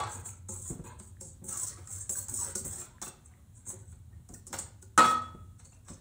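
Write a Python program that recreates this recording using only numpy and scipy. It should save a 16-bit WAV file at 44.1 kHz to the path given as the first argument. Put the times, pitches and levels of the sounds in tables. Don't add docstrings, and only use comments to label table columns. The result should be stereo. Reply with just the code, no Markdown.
import sys
import numpy as np
from scipy import signal
from scipy.fft import rfft, irfft, next_fast_len
from scipy.io import wavfile
from scipy.ndimage import uniform_filter1d, map_coordinates

SR = 44100
rng = np.random.default_rng(int(sys.argv[2]) if len(sys.argv) > 2 else 0)


def master(y):
    cut = np.clip(np.atleast_2d(y).T, -1, 1)
    pcm = np.round(cut * 32767)
    wavfile.write(sys.argv[1], SR, pcm.astype(np.int16))


N = 264952
SIZE = next_fast_len(N + SR)
FREQ = np.maximum(np.arange(SIZE // 2 + 1) * SR / SIZE, 1.)
CONTACT_S = 0.0011

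# start in seconds, rise in seconds
# (3 ms at least), hold in seconds, wire hiss in dB, fine grit in dB relative to the hiss,
# coarse drag in dB relative to the hiss, rustle of the mix in dB.
STROKES = [(0, 0.0017, 0.073, -53, -36, -4, -44), (0.063, 0.055, 0.038, -42, -12, -15.5, -57),
           (0.239, 0.029, 0.0026, -35.5, -13.5, -43, -60), (0.483, 0.0034, 0.072, -43.5, -16, -16, -61.5),
           (.555, 0.019, 0.055, -43, -16, -16, -74), (0.619, 0.036, 0.049, -40, -13, -15.5, -60),
           (0.838, 0.0072, 0.031, -50.5, -12, -25, -51), (0.986, 0.0065, 0.1, -55, -14, -23, -71),
           (1.198, 0.012, 0.066, -45.5, -22, -14, -79), (1.436, 0.007, 0.056, -42.5, -10, -21, -62.5),
           (1.47, 0.014, 0.16, -36, -11.5, -11.5, -53), (1.654, 0.02, 0.0081, -36.5, -14, -6.5, -55),
           (1.766, 0.017, 0.064, -60.5, -8, -5.5, -57), (1.84, 0.078, 0.045, -39, -12, -13, -59.5),
           (1.99, 0.021, 0.0053, -39.5, -19, -15, -60), (2.091, 0.0026, .04, -38, -10, -19, -56.5),
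           (2.119, 0.038, 0.045, -35.5, -9, -11.5, -56), (2.28, 0.017, 0.081, -41, -7, -12, -58),
           (2.328, 0.055, 0.059, -33.5, -10.5, -8.5, -52.5), (2.46, 0.019, 0.0073, -42, -19, -12, -50.5),
           (2.55, 0.016, 0.018, -34.5, -13, -12, -77), (2.645, 0.0028, 0.0037, -33.5, -10, -24, -49.5),
           (2.689, 0.044, 0.084, -41.5, -11.5, -10, -49.5), (3.02, 0.0099, 0.016, -42.5, -7, -31, -68),
           (3.235, 0.017, 0.0048, -59, -27, -33, -85), (3.215, 0.03, 0.14, -87, -4, -11, -71.5),
           (3.539, 0.028, .01, -53, -23, -25, -69.5), (3.654, 0.039, 0.01, -36, -15, -30, -56.5),
           (3.85, 0.064, 0.01, -58.5, -17, -21, -71.5), (4.10, 0.023, 0.014, -96, -17, -21.5, -70.5),
           (4.28, 0.063, 0.008, -53, -7, -36, -88), (4.45, 0.027, .005, -59, -15, 4.5, -70),
           (4.52, 0.014, 0.0071, -42, -8, -1, -78), (4.57, 0.018, 0.0061, -37.5, -14, -28, -82),
           (4.811, 0.018, 0.0041, -57, -10, -26, -97), (4.989, 0.022, 0.075, -34.5, -12.5, -5.5, -74),
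           (5.21, 0.011, 0.0046, -56, -29, -5, -80), (5.579, 0.015, 0.0067, -59.5, -27.5, -4, -63.5),
           (5.635, 0.015, 0.0041, -54, -23, -29, -82), (5.705, 0.019, 0.026, -67, -27.5, -5, -69),
           (5.848, 0.035, 0.04, -52.5, -19, -4.5, -59.5)]


def undb(db):
    return 10 ** (np.asarray(db) / 20)


def level(x, db):
    return x * undb(db) / np.sqrt(np.mean(x ** 2))


def along(table):
    hz, value = np.transpose(table)
    return np.interp(np.log(FREQ), np.log(hz), value)


def colour(x, table):
    cepstrum = irfft(np.log(undb(along(table))), SIZE)
    cepstrum[1:SIZE // 2] *= 2
    cepstrum[SIZE // 2 + 1:] = 0
    gain = np.exp(rfft(cepstrum))
    gain = gain / np.sqrt(np.mean(np.abs(gain) ** 2))
    return irfft(rfft(x, SIZE) * gain, SIZE)[:N]


def resonate(x, hz, width_hz):
    return signal.lfilter(*signal.iirpeak(hz, hz / width_hz, SR), x)


def walk(rate):
    hold = int(SR / rate)
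    steps = np.repeat(rng.standard_normal(N // hold + 1), hold)
    return 0.95 * uniform_filter1d(uniform_filter1d(steps, hold), hold)[:N]


def add(track, s, sound):
    i = int(s * SR)
    track[i:i + len(sound)] += sound[:N - i]


def patchy(x, range_hz, width_hz, patchy_db, rate, count):
    low, high = range_hz
    places = (np.arange(count) + rng.random(count)) / count
    total = np.zeros(len(x))
    for hz in low + places * (high - low):
        gain = undb(patchy_db * np.clip(walk(rate), -3, 2))
        total += gain * resonate(x, hz, width_hz)
    return total


def wobble(db):
    rate, waver_rad = 40., 0.55
    return undb(db * walk(rate)) * np.exp(1j * waver_rad * walk(rate))


def modes(table, db, share, rise_s, flutter):
    hz, own_db, free_t60 = np.transpose(table)[:, :, None]
    t60 = free_t60 * share
    t = np.arange(min(int(np.max(t60) * SR), flutter.shape[1])) / SR
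    start = flutter[:, :1]
    moving = flutter[:, :len(t)] * np.abs(start) / start
    sines = np.imag(np.exp(2j * np.pi * hz * t) * moving)
    ring = undb(own_db + db - 60 * t / t60) * sines
    return np.sum(ring, axis=0) * (1 - np.exp(-t / rise_s))


def background():
    # frequency in Hz, gain in dB.
    floor = [(20, -20), (45, -6), (70, -5.5), (130, -12), (220, -16.5), (400, -32), (1000, -36),
             (2500, -43.5), (5000, -39), (8000, -37.5), (11000, -42.5), (15600, -40), (16000, -77.5)]
    # time in seconds, level in dB.
    hum_levels = [(0, -48.5), (1.3, -53.5), (2.7, -49), (3.2, -65), (3.6, -51), (4.502, -55.5),
                  (5.201, -49.5), (6.01, -57)]
    floor_db, breath_db, breaths_per_s = -58, 1.5, 3.8
    hum_hz, width_hz = 91.8, 25.4
    waver_db, wavers_per_s = 3.5, 7.58
    tone = level(colour(rng.standard_normal(N), floor), floor_db) * undb(breath_db * walk(breaths_per_s))
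    hum = resonate(rng.standard_normal(N), hum_hz, width_hz)
    hum = resonate(hum, hum_hz, 1.8 * width_hz)
    swell = np.sqrt(uniform_filter1d(hum ** 2, size=6000))
    hum_db = np.interp(np.arange(N) / SR, *np.transpose(hum_levels)) + waver_db * walk(wavers_per_s)
    return tone + undb(hum_db) * hum / swell


def dragged(slips):
    wires_hz = (4580, 11000)
    broad = patchy(slips, wires_hz, 230, 8.2, 24.1, count=14)
    thin = patchy(slips, wires_hz, 51, 6.0, 21, count=20)
    return level(slips, -6.0) + level(broad, -2.7) + level(thin, -1.0)


def played(db, fall_db_s):
    rise_db = 20.5
    t = np.arange(0, N / SR + .002, .001)
    power = np.zeros(len(t))
    for (s, rise, hold, *_), top_db in zip(STROKES, db):
        top = s + max(rise, .003)
        times = [s, top, top + hold, top + hold + 1]
        levels = [top_db - rise_db, top_db, top_db, top_db - fall_db_s]
        power += undb(np.interp(t, times, levels, left=-200)) ** 2
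    return np.interp(np.arange(N) / SR, t, np.sqrt(power))


def strokes(slips, whisk):
    # frequency in Hz, gain in dB.
    hiss_tone = [(4000, -42.5), (5400, -11), (6300, -0.5), (8000, 6), (9300, -4), (10300, -11.5),
                 (12000, -41)]
    grit_tone = [(8500, -42), (10500, 2.5), (12500, -5), (15600, 8.5), (16000, -54.5)]
    drag_tone = [(2500, -20.5), (4300, -9.5), (4750, -8.5), (5500, 0.5), (6200, 1), (7200, -27.5)]
    rustle_tone = [(120, -11.5), (270, 1), (700, -3.5), (1400, -1.5), (2200, -12), (3000, -17.5),
                   (4500, -6), (6000, -33)]
    wall_hz = (213, 3402)
    wires_fall, mix_fall = 281, 138
    settle_db, settle_fall = -37, 76
    glide, glides_per_s = .07, 9

    hiss = level(colour(whisk, hiss_tone), 0)
    grit = level(colour(slips * undb(2.0 * walk(26)), grit_tone), 0.37)
    drag = level(colour(whisk, drag_tone), 4.33)

    slide = rng.standard_normal(N) * undb(3.0 * walk(90) + 2.2 * walk(300))
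    rings = patchy(slide, wall_hz, 43, 10.0, 26.98, count=36)
    position = np.cumsum(1 + glide * walk(glides_per_s))
    rings = map_coordinates(rings, [position], order=1, mode="mirror")
    rustle = level(colour(level(slide, -9) + level(rings, 0), rustle_tone), 0)

    *_, hiss_db, grit_db, drag_db, rustle_db = np.transpose(STROKES)
    total = played(rustle_db, mix_fall) * rustle
    for sound, db in [(hiss, hiss_db), (grit, hiss_db + grit_db), (drag, hiss_db + drag_db)]:
        stroke = played(db, wires_fall)
        trickle = played(db + settle_db, settle_fall)
        total += (stroke + trickle) * sound
    return total


def pings():
    # start in seconds, level in dB, pitch in Hz, free t60 in seconds (a share of it sounds).
    notes = [(0, -38, 774, 0.33), (0, -38.5, 848, 0.55), (0, -42, 928, 0.6), (0, -41.5, 986, 0.73),
             (0, -42, 1055, .45), (0, -40, 1140, 0.36), (0, -47, 1660, 0.23), (0, -37.5, 3377, 0.13),
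             (0.254, -53.5, 1534, 0.11), (0.2903, -25, 2414, 0.0038), (1.169, -41, 1750, 0.0086),
             (2.095, -33, 4850, 0.055), (2.097, -27, 7400, 0.086), (2.154, -41.5, 1560, 0.033),
             (2.165, -45, 4290, 0.085), (2.17, -52.5, 976, 0.22), (2.2, -53, 550, .18),
             (2.285, -48, 874, .12), (2.41, -48.5, 1203, 0.15), (2.61, -42, 200, .25),
             (2.181, -45, 1580, .05), (2.553, -40, 1450, 0.092), (2.554, -33, 5580, 0.071),
             (2.983, -36, 1680, 0.0078), (3.026, -37.5, 1337, 0.064), (3.028, -42, 3510, 0.077),
             (3.062, -44, 2670, 0.067), (3.068, -47, 1320, 0.049), (3.025, -27.5, 5690, 0.058),
             (3.259, -38, 8060, 0.018), (3.338, -39, 2020, 0.0072), (4.291, -50, 718, 0.11),
             (4.334, -45, 8100, 0.22), (4.346, -54, 1830, 0.046), (4.35, -58, 2610, 0.04),
             (4.358, -57.5, 1455, .06), (4.47, -52.5, 1180, 0.042), (4.53, -44.5, 1430, 0.055),
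             (4.532, -44.5, 786, 0.11), (4.585, -43.5, 568, 0.085), (4.59, -50, 950, .07),
             (4.665, -55.5, 1730, 0.047), (4.68, -55, 1048, 0.057), (4.827, -58.5, 1445, 0.066),
             (4.587, -40.5, 8230, 0.33), (4.589, -47, 7500, .25), (4.978, -39, 3376, 0.87),
             (5.65, -44.5, 4435, 0.028), (5.72, -48.5, 7100, 0.071), (5.73, -63, 2700, 0.059),
             (5.885, -47, 8130, .15), (5.89, -52, 5250, 0.21)]
    flutter = np.array([wobble(4.5) for _ in range(4)])
    out = np.zeros(N)
    for k, (s, db, hz, t60) in enumerate(notes):
        moving = flutter[k % 4, None, int(s * SR):]
        add(out, s, modes([(hz, db, t60)], 0, 0.85, CONTACT_S, moving))
    return out


def hits(whisk):
    # start in seconds, tick in dB, clack in dB,
    # rocking in dB, low bowl ring in dB, high bowl ring in dB.
    contacts = [(0.031, -50, -37.5, -60, -55, -55), (0.069, -55, -42, -62, -60, -60),
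                (0.0014, -35.5, -30.5, -41, -36.5, -46), (0.2564, -37, -50.5, -50, -72, -72),
                (0.488, -39, -56.5, -35, -46, -84), (0.698, -66, -58, -41, -66, -75),
                (0.84, -38, -67, -52.5, -70, -62), (0.999, -38.5, -55, -45, -83, -56),
                (1.2094, -22.5, -58, -42.5, -66, -58), (1.4394, -57, -74, -46, -72, -72),
                (1.484, -44, -62, -47.5, -63, -60), (1.7726, -63, -58, -64, -45, -79),
                (1.874, -32, -80, -79, -51, -45), (2.094, -23, -59, -39, -77, -60),
                (2.284, -27, -52, -62, -74, -53), (2.322, -60, -56, -44, -80, -70),
                (2.552, -13, -43, -34.5, -75, -47), (2.645, -25.5, -73, -49, -73, -67),
                (3.0162, -25.5, -44.5, -49, -61, -62), (3.025, -28, -44, -43, -58, -50),
                (3.067, -36, -47, -51, -52, -52), (3.078, -27, -54, -51, -67, -52),
                (3.667, -62, -58, -48, -72, -70), (3.702, -43, -48.5, -49.5, -74, -64),
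                (3.728, -53, -62, -42.5, -65, -70), (3.925, -60, -62.5, -56.5, -78, -70),
                (4.2895, -35, -61.5, -61.5, -72, -81), (4.3393, -27.5, -63, -55.5, -69.5, -73),
                (4.468, -27.5, -73, -53, -68, -64.5), (4.476, -35, -69, -62, -70, -70),
                (4.529, -29, -33.5, -41.5, -42, -46), (4.538, -35.5, -38.5, -48, -49.5, -51.5),
                (4.555, -48.5, -49.5, -49.5, -56, -59.5), (4.588, -19.5, -43, -46.5, -64.5, -57.5),
                (4.8257, -45.5, -65.5, -54, -71, -62.5), (4.9771, -4.5, -15.5, -33.5, -11, -21),
                (4.9863, -17, -22, -36, -17, -27), (5.0053, -25, -24, -39, -14.5, -38.5),
                (5.0451, -30.5, -26.5, -34.5, -23, -42.5), (5.1122, -34.5, -34, -42.5, -30.5, -46.5),
                (5.597, -59, -55, -79, -71, -63.5), (5.653, -44, -62, -61, -77, -72),
                (5.7196, -63, -61.5, -65.5, -86, -75), (5.883, -53, -48, -61.5, -53, -69.5),
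                (5.9098, -49.5, -60, -44, -71.5, -68)]
    # frequency in Hz, level in dB, free t60 in seconds.
    bowl = [(242, -21.5, 0.58), (318.8, -13, 0.26), (355, -25.5, .3), (526, -24, 0.4), (584, -22, .3),
            (640, -23, 0.35), (761, -23, 0.24), (792, -25.5, 0.28), (900, -21, 0.41), (948, -20, 0.57),
            (1017, -17.5, 0.71), (1180, -14.5, 0.57), (1238, -10.5, 0.85), (1272, -1, 0.3),
            (1284, -4, 0.73), (1362, -12.5, 0.6), (1387, -15, 0.72), (1464, -6, 0.53), (1866, -7, 0.37),
            (2010, -13.5, 0.45), (2112, -13.5, 0.25), (2340, -18.5, 0.22), (2518, -10.5, 0.35),
            (2654, -12.5, 0.2), (2767, -16, 0.41), (3110, -13.5, 0.3), (3980, -17, 0.23),
            (4770, -16.5, 0.2)]
    seat = [(204.2, -2, 0.39), (380.5, 2, 0.18), (439, -15, 0.17), (532.6, -6.5, 0.23), (859, -8.5, 0.2),
            (1207, -23, 0.1)]
    ring_bands_hz = [1300, 2600]
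    # low ring level in dB, share of the free ring time.
    ring_share = [(-44.5, 0.12), (-14, 0.67)]
    # frequency in Hz, gain in dB.
    tick_tone = [(500, -26), (1500, -24), (3500, -25), (5000, 2.5), (7800, 0), (10000, -6), (13000, -9.5),
                 (15700, -1.5), (16500, -27)]
    clack_tone = [(200, -16), (330, -4.5), (500, -0.5), (1000, 3.5), (1800, -4.5), (3000, -11), (4500, -4),
                  (7000, -22.5)]
    tick_hz, tick_scatter, tick_t60_s = 7800, 0.035, 0.054
    crack_db, crack_t60_s = -6, 0.0043
    bowl_scatter_db, seat_scatter_db = 1.2, 3
    seat_share, seat_rise_s = 0.51, 0.0089
    flutter_db = 2.5

    t = np.arange(int(.4 * SR)) / SR
    wires = level(colour(whisk, tick_tone), -7.0)
    rattle, clack, ring = np.zeros((3, N))
    n = len(bowl)
    spot = rng.standard_normal((len(contacts), len(bowl + seat) + 1, 1))
    log_hz = np.log(np.array(bowl)[:, :1])
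    flutter = np.array([wobble(flutter_db) for _ in bowl + seat])
    fade_db = 60 * t / tick_t60_s
    for (s, tick_db, clack_db, rock_db, *ring_db), place in zip(contacts, spot):
        shaken = np.resize(wires[int(s * SR):], len(t))
        centred = resonate(shaken, tick_hz * (1 + tick_scatter * place[-1, 0]), 1300)
        add(rattle, s, undb(tick_db - fade_db) * (0.63 * shaken + 0.24 * centred))
        add(rattle, s, undb(tick_db + crack_db - 60 * t / crack_t60_s) * shaken)
        add(clack, s, (1 - np.exp(-t / CONTACT_S)) * undb(clack_db - 0.78 * fade_db))

        moving = flutter[:, int(s * SR):]
        share = np.interp(ring_db[0], *np.transpose(ring_share))
        bowl_db = np.interp(log_hz, np.log(ring_bands_hz), ring_db) - 2.5
        bowl_db = bowl_db + bowl_scatter_db * place[:n]
        add(ring, s, modes(bowl, bowl_db, share, CONTACT_S, moving[:n]))
        seat_db = rock_db + seat_scatter_db * place[n:-1]
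        add(ring, s, modes(seat, seat_db, seat_share, seat_rise_s, moving[n:]))
    clack = clack * rng.standard_normal(N) * undb(2.0 * walk(150))
    woken = patchy(clack, (247.4, 4854), 73, 3, 11, count=30)
    clack = undb(-4.5) * clack + undb(-1.5) * woken
    return rattle + colour(clack, clack_tone) + ring


def thuds():
    # start in seconds, level of the swing in dB, pitch in Hz, t60 in seconds,
    # time constant of the rise in seconds.
    pushes = [(0.7, -34.5, 118, 0.15, 0.0078), (.79, -40.5, 140, 0.095, 0.0055),
              (1.251, -43.5, 102, 0.08, 0.0069), (1.412, -41, 130, 0.14, 0.025),
              (2.31, -45, 98, 0.22, 0.0061), (2.645, -39, 170, 0.13, .01), (3.066, -46, 140, 0.095, 0.0066),
              (4.294, -41, 97, 0.12, 0.011), (4.329, -46.5, 120, 0.11, 0.0097),
              (4.5, -45, 130, 0.13, 0.013), (4.545, -44, 151, 0.14, .008), (4.98, -38, 139, 0.26, .004),
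              (5.346, -43, 102, 0.09, 0.0024), (5.9, -38.5, 99, 0.085, 0.0034)]
    t, out = np.arange(int(.4 * SR)) / SR, np.zeros(N)
    for s, db, hz, t60, rise_s in pushes:
        lowpass = signal.butter(2, 2.16 * hz, fs=SR, output="sos")
        scuff = level(signal.sosfilt(lowpass, rng.standard_normal(len(t))), 5.1)
        swing = np.sin(2 * np.pi * hz * t)
        rise = 1 - np.exp(-t / rise_s)
        add(out, s, undb(db - 60 * t / t60) * rise * (swing + scuff))
    return out


def echo():
    # frequency in Hz, t60 in seconds.
    room_t60 = [(100, 0.67), (1000, 0.48), (4000, 0.49), (9000, 0.078), (15000, 0.099)]
    room_hz, room_s = np.transpose(room_t60)
    t, tail = np.arange(SR) / SR, np.zeros(SR)
    spectrum = rfft(rng.standard_normal(SR), SIZE)
    for octave in range(10):
        hz = 40 * 2 ** octave
        band = np.clip(1 - np.abs(np.log2(FREQ / hz)), 0, 1)
        t60 = np.interp(np.log(hz), np.log(room_hz), room_s)
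        tail += irfft(spectrum * band, SIZE)[:SR] * undb(-60 * t / t60)
    tail = tail * np.clip(t / 0.005, 0, 1)
    return rfft(tail / np.sqrt(np.sum(tail ** 2)), SIZE)


def smooth(v):
    return uniform_filter1d(uniform_filter1d(v, size=900), size=900)


def ports(shared, apart):
    # frequency in Hz, likeness from 0 to 1.
    likeness = [(60, 1), (250, 0.91), (600, 0.3), (1300, 1), (3000, 0), (5000, 0.97), (8500, 0.94),
                (10500, 1), (12200, 1), (14200, .7), (16000, 0.92)]
    # frequency in Hz, left minus right in dB.
    balance = [(30, -1.5), (100, 2.5), (300, 4), (1200, 1), (2600, 1.5), (5000, 0), (16000, -0.5)]
    # frequency in Hz, lag in radians.
    left_lag = [(20, 0), (250, 0.16), (600, 1.2), (1300, 1.32), (2200, 1), (4000, 1.56), (4700, 3.5),
                (6000, 4), (8300, 6), (9600, 7), (11200, 8.5), (13200, 10), (14800, 11.5), (16400, 22)]
    like = along(likeness)
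    mid = smooth(np.sqrt((1 + like) / 2)) * shared
    side = smooth(np.sqrt((1 - like) / 2)) * apart
    tilt = undb(along(balance) / 2)
    left = (mid + side) * tilt * np.exp(-1j * smooth(along(left_lag)))
    right = (mid - side) / tilt
    return irfft(np.array([left, right]), SIZE)[:, :N]


def scene():
    slips = rng.standard_normal(N) * undb(3.4 * walk(400) + 2.2 * walk(60))
    whisk = dragged(slips)
    near = rfft(strokes(slips, whisk) + pings() + hits(whisk) + thuds(), SIZE)
    shared = near * (1 + undb(-10.5) * echo()) + rfft(background(), SIZE)
    apart = near * undb(-4.5) * echo() + rfft(background(), SIZE)
    return ports(shared, apart)


def record(dry):
    bass_cut = signal.butter(3, 42, "high", fs=SR, output="sos")
    top_cut = signal.ellip(10, .2, 80, 16600, fs=SR, output="sos")
    return signal.sosfilt(top_cut, signal.sosfilt(bass_cut, dry))


dry = scene()
out = record(dry)
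master(out)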